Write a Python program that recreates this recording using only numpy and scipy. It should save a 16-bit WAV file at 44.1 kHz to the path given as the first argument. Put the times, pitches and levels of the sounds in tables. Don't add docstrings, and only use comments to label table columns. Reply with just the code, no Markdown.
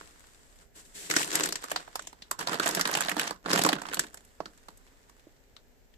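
import sys
import numpy as np
from scipy import signal
from scipy.fft import rfft, irfft
from scipy.io import wavfile

SR = 44100
rng = np.random.default_rng(int(sys.argv[2]) if len(sys.argv) > 2 else 0)


def dump_mix(stems):
    frames = np.atleast_2d(stems).T
    limited = np.clip(frames, -1, 1)
    pcm = np.round(limited * 32767).astype(np.int16)
    wavfile.write(sys.argv[1], SR, pcm)


N = 263494
LEFT_LATE_S = 0.000285


def amp(db):
    return 10 ** (np.asarray(db) / 20)


def unit_rms(x):
    return x / np.sqrt(np.mean(x ** 2) + 1e-20)


def at_hz(curve, hz):
    freqs, values = np.transpose(curve)
    return np.interp(np.log(hz), np.log(freqs), values)


def ring(clicks, hz, t60):
    r, w = amp(-60 / (t60 * SR)), 2 * np.pi * hz / SR
    return signal.lfilter([0, np.sin(w)], [1, -2 * r * np.cos(w), r * r], clicks + 1e-18)


def stereo_noise(gain, correlation, balance_db, left_late_s):
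    hz = np.maximum(np.fft.rfftfreq(N, 1 / SR), 1)
    mid, side = rfft(rng.standard_normal((2, N)))
    alike = np.clip(at_hz(correlation, hz), -1, 1)
    pair = np.sqrt(1 + alike) * mid + np.sqrt(1 - alike) * side * [[1], [-1]]
    pair[0] *= np.exp(-2j * np.pi * hz * left_late_s)
    return unit_rms(irfft(pair * gain(hz) * amp(balance_db(hz) / 2 * [[1], [-1]]), N))


# f/Hz, relative level/dB
ROOM_EQ = [(12, -26), (20, 6), (43, 4), (186, -14.5), (258, -7.5), (322, -17), (412, -9), (966, -21),
           (1080, -29), (1720, -20.5), (3620, -29.5), (7810, -27.5), (8960, -40), (14300, -27.5)]
# f/Hz, L-R correlation
ROOM_IMAGE = [(60, 0.1), (180, 0.64), (550, 0.34), (1650, 0.048), (4970, 0.06), (15000, -0.12)]
def room_tone(level_db=-60.5):
    return amp(level_db) * stereo_noise(lambda hz: amp(at_hz(ROOM_EQ, hz)), ROOM_IMAGE, np.zeros_like, 0)


# f/Hz, relative level/dB
FILM_EQ = [(41, -59), (70, -30), (102, -18), (182, -0.5), (243, -8), (311, 0.5), (355, -12.5), (380, -6.5),
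           (580, -8.5), (693, -13.5), (1800, -8), (2360, -17.5), (7840, -18), (14300, -26.5)]
# f/Hz, width/Hz, boost/dB
RESONANCES = [(172, 8.9, 4), (309.2, 5.1, 4.5), (381, 87, 3), (694, 46, 8.5), (1520, 240, 1.5),
              (7670, 1500, 7.5), (471, 20, 2)]
# f/Hz, L-R correlation
BAG_IMAGE = [(60, .6), (125, 0.84), (300, 1), (600, 0.72), (1200, 0.28), (2500, 0.053), (8000, 0.067)]
# f/Hz, L-R/dB
BAG_BALANCE = [(60, -3), (120, -5), (240, -2), (480, -1), (950, -18), (1890, -6.5), (3770, 1.5),
               (7520, -1.5), (15000, -3)]
def film_noise(low_hz, high_hz):
    def gain(hz):
        peaks_db = sum(db / (1 + (2 * (hz - f) / width) ** 2) for f, width, db in RESONANCES)
        edges = 1 / np.sqrt((1 + (low_hz / hz) ** 8) * (1 + (hz / high_hz) ** 8))
        return amp(at_hz(FILM_EQ, hz) + peaks_db) * edges
    return stereo_noise(gain, BAG_IMAGE, lambda hz: at_hz(BAG_BALANCE, hz), LEFT_LATE_S)


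# t/s, hold/s, level/dB, boom offset/dB, body offset/dB
HAND_MOVES = [(0, 0.032, -59.5, -2.5, 3), (0.613, 0.0088, -64, -0.5, 1), (0.76, 0.041, -55.5, -5.5, -3.5),
              (0.853, 0.0053, -60, -5, -16), (0.954, 0.12, -47.5, -7.5, -28), (1.103, 0.03, -39, -2, -5),
              (1.158, 0.062, -33, -32, -9.5), (1.253, 0.076, -44, -1.5, -2), (1.334, 0.04, -33, -5, 2),
              (1.394, 0.067, -38, -1, -3.5), (1.512, 0.3, -53, -7, 1.5), (2.403, 0.015, -42, 2, 2.5),
              (2.478, 0.08, -44, 4, 7.5), (2.622, 0.075, -38.5, -22, 5), (2.725, 0.086, -39, -0.5, 3),
              (2.854, 0.13, -41.5, -0.5, 5), (3.0, .12, -42.5, -4.5, 3), (3.189, 0.072, -38, -3.5, 3.5),
              (3.46, .04, -49.5, 8.5, 12.5), (3.506, 0.16, -36, -0.5, 1), (3.638, 0.05, -37, -16, 4),
              (3.699, 0.034, -48.5, 14, 13.5), (3.796, 0.13, -51, 0, 7.5), (3.922, 0.13, -52.5, 3, -3)]
# t/s, level/dB
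SETTLING = [(0, -62), (.3, -65), (.63, -69), (.66, -111), (.9, -66.5), (1.8, -62), (2.05, -60),
            (2.15, -69.5), (2.38, -69), (3.3, -52), (3.44, -79.5), (4.1, -67.5), (4.3, -69.5), (5.0, -69.5),
            (5.97, -83)]
def hand_envelopes(rise_db_per_s=1197, fall_db_per_s=292):
    t = np.arange(N // 32 + 2) * 32 / SR
    start, hold, db, boom_db, body_db = np.array(HAND_MOVES).T[:, :, None]
    before, after = np.maximum(start - t, 0), np.maximum(t - start - hold, 0)
    moves_db = db - rise_db_per_s * before - fall_db_per_s * after
    bed_db = np.interp(t, *np.transpose(SETTLING))
    gains = []
    for move_offset, bed_offset in [(0, 0), (boom_db, -6.5), (body_db, 0.5)]:
        power = (amp(moves_db + move_offset) ** 2).sum(axis=0) + amp(bed_db + bed_offset) ** 2
        gains.append(np.interp(np.arange(N) / SR, t, np.sqrt(power)))
    return gains


def buckle_envelope(power, attack_s, t60, echo_db, echo_t60):
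    def decay(seconds):
        return signal.lfilter([1], [1, -amp(-120 / (seconds * SR))], power + 1e-18)
    r = np.exp(-1 / (attack_s * SR))
    with_echo = decay(t60) + amp(2 * echo_db) * decay(echo_t60)
    return np.sqrt(signal.lfilter([1 - r], [1, -r], with_echo))


# low/Hz, high/Hz, attack/s, t60/s, echo level/dB, echo t60/s
BANDS = [(98.7, 720, 0.00062, 0.033, -8.5, 0.21), (604, 3300, 0.00021, 0.012, -21, .16),
         (2200, 5680, 0.00016, 0.014, -17, 0.13), (5820, 16000, .0001, 0.006, -18.5, 0.074)]
# t/s, share
SLIDE_BLEND = [(0, 0.68), (1.06, 0.91), (1.12, 0.6), (1.6, 0.22), (1.8, 0.72), (2.36, 0.64), (2.42, 0.49),
               (4.05, 0.04), (4.15, 0.5), (5.97, 0.78)]
# t/s, L-R/dB, sizzle offset/dB
BAG_PATH = [(0, 4, -1), (.9, 3, 4), (1.5, 2.5, -5), (2.0, 1, -4.5), (2.6, 0, -4), (3.6, 0, -8),
            (4.2, 0.5, 1), (5.97, 4, -5.5)]
def rustle(noises, creases_per_s=240, spread_db=6.5):
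    t = np.arange(N) / SR
    path_s, _, sizzle_db = np.transpose(BAG_PATH)
    crack, boom, body = hand_envelopes()
    sizzle = crack * amp(np.interp(t, path_s, sizzle_db))
    smooth = np.clip(np.interp(t, *np.transpose(SLIDE_BLEND)), 0, 1)
    powers = amp(2 * spread_db * np.minimum(rng.exponential(1, N), 3))
    creases = powers * (rng.random(N) < creases_per_s / SR)
    out = 0
    for gain, noise, band in zip([boom, body, crack, sizzle], noises, BANDS):
        colour = amp(rng.normal(0, 7.7, N))
        grain = unit_rms(buckle_envelope(creases * colour, *band[2:]))
        out = out + gain * noise * np.sqrt(smooth + (1 - smooth) * grain ** 2)
    return out + crack * np.sqrt(1 - smooth) * crackle(grain)


def crackle(clumps, clicks_per_s=900.0, ring_cycles=11):
    born = rng.random(N) < clicks_per_s / SR * clumps
    sizes = born * amp(2.9 * np.minimum(rng.exponential(1, N), 4)) * rng.choice([-1, 1], N)
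    clicks = sizes * amp(rng.normal(0, 1.3, (2, N)))
    lag = round(LEFT_LATE_S * SR)
    clicks[0] = np.roll(clicks[0], lag)
    note = rng.integers(0, 20, N)
    note = np.stack([np.roll(note, lag), note])
    out = 0
    for k, hz in enumerate(np.geomspace(900, 12500, 20)):
        gain = amp(at_hz(FILM_EQ, hz) / 2) * np.sqrt(hz)
        out = out + gain * ring(clicks * (note == k), hz, ring_cycles / hz)
    return unit_rms(out)


def film_panel(burst, hz, lift_db, ring_cycles=8.0):
    r, w = amp(-60 * hz / (ring_cycles * SR)), 2 * np.pi * hz / SR
    resonance = signal.lfilter((1 - r * r) / 2 * np.array([1, 0, -1]), [1, -2 * r * np.cos(w), r * r], burst)
    return burst + amp(lift_db) * resonance


# t/s, crack level/dB, boom, body and sizzle offsets/dB, body f/Hz, crack f/Hz
SNAP_CUES = [(0.5885, -48, -11, -6, -8, 643, 7400), (1.1001, -22, -10, -2, -8, 2050, 2240),
             (1.1108, -14.5, -17, -7, -4, 2150, 6260), (1.1389, -26, -17, 7, 2, 2020, 6710),
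             (1.1647, -9, -10, -5, -6.5, 2200, 5700), (1.2126, -22, -17.5, -18, -8, 1820, 7300),
             (1.2295, -20, -15.5, -32, 0, 2180, 2780), (1.3042, -25.5, -27, -12, -6, 1630, 7240),
             (1.3284, -25, -9, -6, -4, 1620, 6840), (1.3544, -10.5, -22, -14, 1.5, 1730, 7200),
             (1.3973, -21.5, -6.5, 2.5, 1, 1020, 2680), (1.4071, -20, -22, -1, -10, 2200, 7000),
             (1.4354, -12, -21, -21, -6.5, 1520, 7300), (1.4577, -22.5, -29, -0.5, 4, 1570, 5430),
             (1.489, -24.5, -10, -4, 0.5, 1520, 4030), (1.5243, -17.5, -15, -14.5, -3.5, 1510, 5400),
             (1.5566, -18, -26.5, -9, -11, 2020, 8000), (1.6397, -28.5, -9, 0, -0.5, 1280, 7550),
             (1.705, -29, -28, -14, -1, 1580, 7400), (1.716, -22, -14, 1, 1.5, 596, 2530),
             (1.7607, -17, -24, -2, -13, 740, 4340), (1.8768, -50.5, 3, 15, -14, 705, 2880),
             (1.9558, -24, -25, 1, -1, 885, 5150), (1.9932, -28, -43, 4.5, -16, 1400, 8100),
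             (2.0218, -35.5, -24, -10, -3, 969, 7190), (2.0717, -29, -25, -5.5, -4, 1000, 7470),
             (2.1291, -44.5, -7.5, 7.5, 0, 907, 4000), (2.2217, -32, -19, -20, -17, 880, 3860),
             (2.3123, -21, -18.5, -0.5, 6, 1080, 8100), (2.391, -25.5, -21, -2.5, -2, 1080, 5900),
             (2.4094, -29, -25.5, 3, 1, 945, 3100), (2.4722, -17.5, -18.5, -6, -8, 714, 4360),
             (2.4841, -26.5, -9.5, 1, -11.5, 880, 4920), (2.531, -24.5, -16, 2, -1, 1390, 3070),
             (2.543, -23.5, -2.5, -3.5, -3, 740, 4000), (2.598, -15.5, -7.5, -0.5, -6.5, 1400, 3780),
             (2.6328, -27, -20, -8, -9, 1670, 5100), (2.6406, -24, -10, -8, -14, 700, 2880),
             (2.6595, -23, -3.5, 2.5, 5.5, 680, 7660), (2.6717, -27, -5, 7, 1, 1660, 2950),
             (2.6899, -21.5, -7, -10, 2.5, 711, 7330), (2.71, -23, -22, -19, 0, 1530, 5560),
             (2.7492, -18, -17, -19, 3.5, 1490, 5700), (2.7755, -25.5, -5, -1, -12, 1590, 3320),
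             (2.795, -23, -19, 0.5, 0.5, 1420, 4910), (2.8109, -12.5, -29, -4.5, -3.5, 1760, 5700),
             (2.8542, -15.5, -29, -2, -9, 2100, 3650), (2.8744, -23.5, -17, 1.5, 3.5, 888, 4300),
             (2.8938, -34, -9, 11, -9, 619, 3680), (2.9128, -25, -28, -14, 3, 1680, 2360),
             (2.9384, -15.5, -26, -12, -17, 1440, 5820), (2.9511, -16, -17, -4, -3, 690, 2680),
             (2.9722, -18, -12.5, -3.5, -0.5, 820, 2900), (3.007, -18.5, -35, -0.5, 5, 1550, 8600),
             (3.037, -24, -18, -18, -17, 2020, 3920), (3.0578, -30, -18, -1, -17, 724, 4160),
             (3.0845, -17.5, -21, -0.5, -17, 730, 3900), (3.0939, -18.5, -37, -7, 0.5, 1760, 2380),
             (3.1154, -22.5, -9, 1, -4.5, 1960, 2320), (3.1666, -28, 2.5, 4, -4, 690, 4020),
             (3.1782, -30.5, -13.5, 1, -10, 1440, 3530), (3.1954, -13, -29, -6, -4, 1760, 2830),
             (3.2117, -20.5, -18, -11, -5, 1660, 3030), (3.253, -34, -21, -5, -13, 1110, 3400),
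             (3.3086, -24, -7, 2.5, -5, 1090, 4700), (3.4602, -28, 1, 4, -15, 1270, 4020),
             (3.4785, -36, -11, -22, -4, 1640, 3080), (3.496, -25.5, -17.5, -3.5, -6, 1090, 4960),
             (3.5092, -21, -18, -5, -9, 1430, 4730), (3.5314, -10, -8.5, -5, -6, 1610, 4800),
             (3.5547, -23, -20, -8, -7, 896, 3760), (3.5757, -16.5, -9, -10, -6, 1940, 3020),
             (3.5909, -15.5, -8, -3.5, 1, 716, 2570), (3.619, -15, -18, -14, -4, 684, 4500),
             (3.6371, -19, -4.5, -0.5, 6.5, 730, 5270), (3.6509, -18, 1, 1.5, -11, 1250, 7700),
             (3.6638, -20, -9, 5.5, 3, 1070, 7850), (3.6896, -13, -23, -0.5, -5, 690, 4200),
             (3.7296, -15.5, -6.5, -2, -6.5, 1780, 3200), (3.763, -36, 3, 8.5, -10, 1330, 3520),
             (3.784, -39, -6, 5.5, -8, 1270, 2620), (3.8178, -31, -6, 3, -1.5, 700, 7730),
             (3.8538, -34.5, -15, 7, -15, 1090, 2600), (3.914, -35, -1.5, 1, -12, 1850, 2650),
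             (3.9341, -24, -13, 0, -1, 1630, 2950), (3.9438, -20.5, -35, -12, 3, 1410, 4120),
             (3.9704, -25.5, -6.5, -4.5, -12, 980, 2950), (3.9937, -11, -24.5, -6.5, -4, 1760, 8400),
             (4.0428, -43, -17, 6.5, -5, 1210, 3570), (4.0672, -41, -13, -3, 2, 1980, 3850),
             (4.144, -38.5, -13, 4, 8.5, 910, 7600), (4.1725, -37, -14.5, -7, -3, 1990, 7640),
             (4.2503, -54, -10, -7, 10, 633, 7630), (4.4038, -38, 1, 10.5, -13, 730, 4800),
             (4.4571, -31, -12, -2, -15, 1300, 4560), (4.6848, -39, -7, 3.5, -1, 970, 4140),
             (4.774, -56, -8, -10, 13, 935, 6770), (4.8734, -51, -14, -16, -8, 616, 2500),
             (5.096, -47.5, -10, 0, 0, 967, 6060), (5.1956, -50, -16, -12, -5, 2080, 2750),
             (5.5656, -37, -29, -10, -17, 1330, 3860), (5.9394, -51, -16, -11, -12, 1760, 2780)]
# panel lift/dB, clean ring/dB
SNAP_TONES = [(11.5, -10.5), (10, -17), (6, -40)]
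def snaps(noises, cascade_ms=4.4, sizzle_hz=12400, pop_cycles=6.0):
    size, lead = SR // 4, SR // 500
    out = np.zeros((2, N + size))
    noise_starts = rng.integers(0, N - size, (len(SNAP_CUES), 4))
    followers = rng.random((len(SNAP_CUES), 2, 4))
    buckle = np.zeros((2, size))
    buckle[[0, 1], [lead + round(LEFT_LATE_S * SR), lead]] = 1
    for cue, starts, (when, weakness) in zip(SNAP_CUES, noise_starts, followers):
        t, crack_db, boom_db, body_db, sizzle_db, body_hz, crack_hz = cue
        cascade = np.zeros(size)
        cascade[lead + (when * cascade_ms / 1000 * SR).astype(int)] = amp(2 * (-4.5 - 7.7 * weakness))
        cascade[[0, lead]] = amp(2 * -17.0), 1
        at = round(t * SR) - lead
        offsets, pitches = [boom_db, body_db, 0, sizzle_db], [0, body_hz, crack_hz, sizzle_hz]
        for db, hz, tone, noise, band, i in zip(offsets, pitches, [None, *SNAP_TONES], noises, BANDS, starts):
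            burst = noise[:, i:i + size] * buckle_envelope(cascade, *band[2:])
            if hz:
                lift_db, ring_db = tone
                burst = film_panel(burst, hz, lift_db)
                burst = burst / np.abs(burst).max() + amp(ring_db) * ring(buckle, hz, pop_cycles / hz)
            peak = np.abs(burst).max(axis=1).mean()
            out[:, at:at + size] += amp(crack_db + db) * burst / peak
    return out[:, :N]


def into_cupboard(bag, enters_s=1.983, crossfade_s=0.16):
    def around(hz):
        return signal.sosfilt(signal.butter(1, [hz / 1.1, hz * 1.3], "band", fs=SR, output="sos"), bag)
    t = np.arange(N) / SR
    right_late_s = 0.00037
    left, right = bag - 0.77 * around(205) + 0.32 * around(392)
    outside = np.stack([np.roll(left, -round(LEFT_LATE_S * SR)), np.roll(right, round(right_late_s * SR))])
    inside = np.clip((t - enters_s) / crossfade_s, 0, 1)
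    path_s, balance_db, _ = np.transpose(BAG_PATH)
    pan = amp(np.interp(t, path_s, balance_db) / 2 * np.array([[1], [-1]]))
    return pan * (np.sqrt(1 - inside) * outside + np.sqrt(inside) * bag)


# t/s, blow level/dB, L-R/dB, contact/ms
TAP_CUES = [(4.4032, -29.5, -10.5, 0.34), (4.685, -52, -14, 0.62), (5.268, -35, -6, 2.57)]
# f/Hz, level/dB, t60/s
SHELF_MODES = [(310, -3, 0.035), (630, 7, 0.02), (900, 9, 0.0062), (1110, 2, 0.029), (1330, -13, 0.028)]
def shelf_taps():
    blows = np.zeros((2, N))
    for t, db, pan_db, contact_ms in TAP_CUES:
        progress = np.arange(200) / (contact_ms / 1000 * SR)
        push = np.sin(np.pi * np.minimum(progress, 1)) ** 2
        at = round(t * SR)
        blows[:, at:at + 200] = amp(db + np.array([[pan_db], [-pan_db]]) / 2) * push / push.sum()
    return sum(amp(db) * (-1) ** k * ring(blows, hz, t60) for k, (hz, db, t60) in enumerate(SHELF_MODES))


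def scene():
    noises = [film_noise(low, high) for low, high, *_ in BANDS]
    room = room_tone()
    bag = signal.sosfilt(signal.butter(3, 135, "high", fs=SR, output="sos"), snaps(noises) + rustle(noises))
    shelf = signal.sosfilt(signal.butter(2, 180, "high", fs=SR, output="sos"), shelf_taps())
    return room + into_cupboard(bag) + shelf


def record(dry):
    dulled = signal.sosfilt(signal.cheby1(7, .5, 14300, fs=SR, output="sos"), dry)
    return signal.sosfilt(signal.cheby2(18, 70, 16700, fs=SR, output="sos"), dulled)


dry = scene()
out = record(dry)
dump_mix(out)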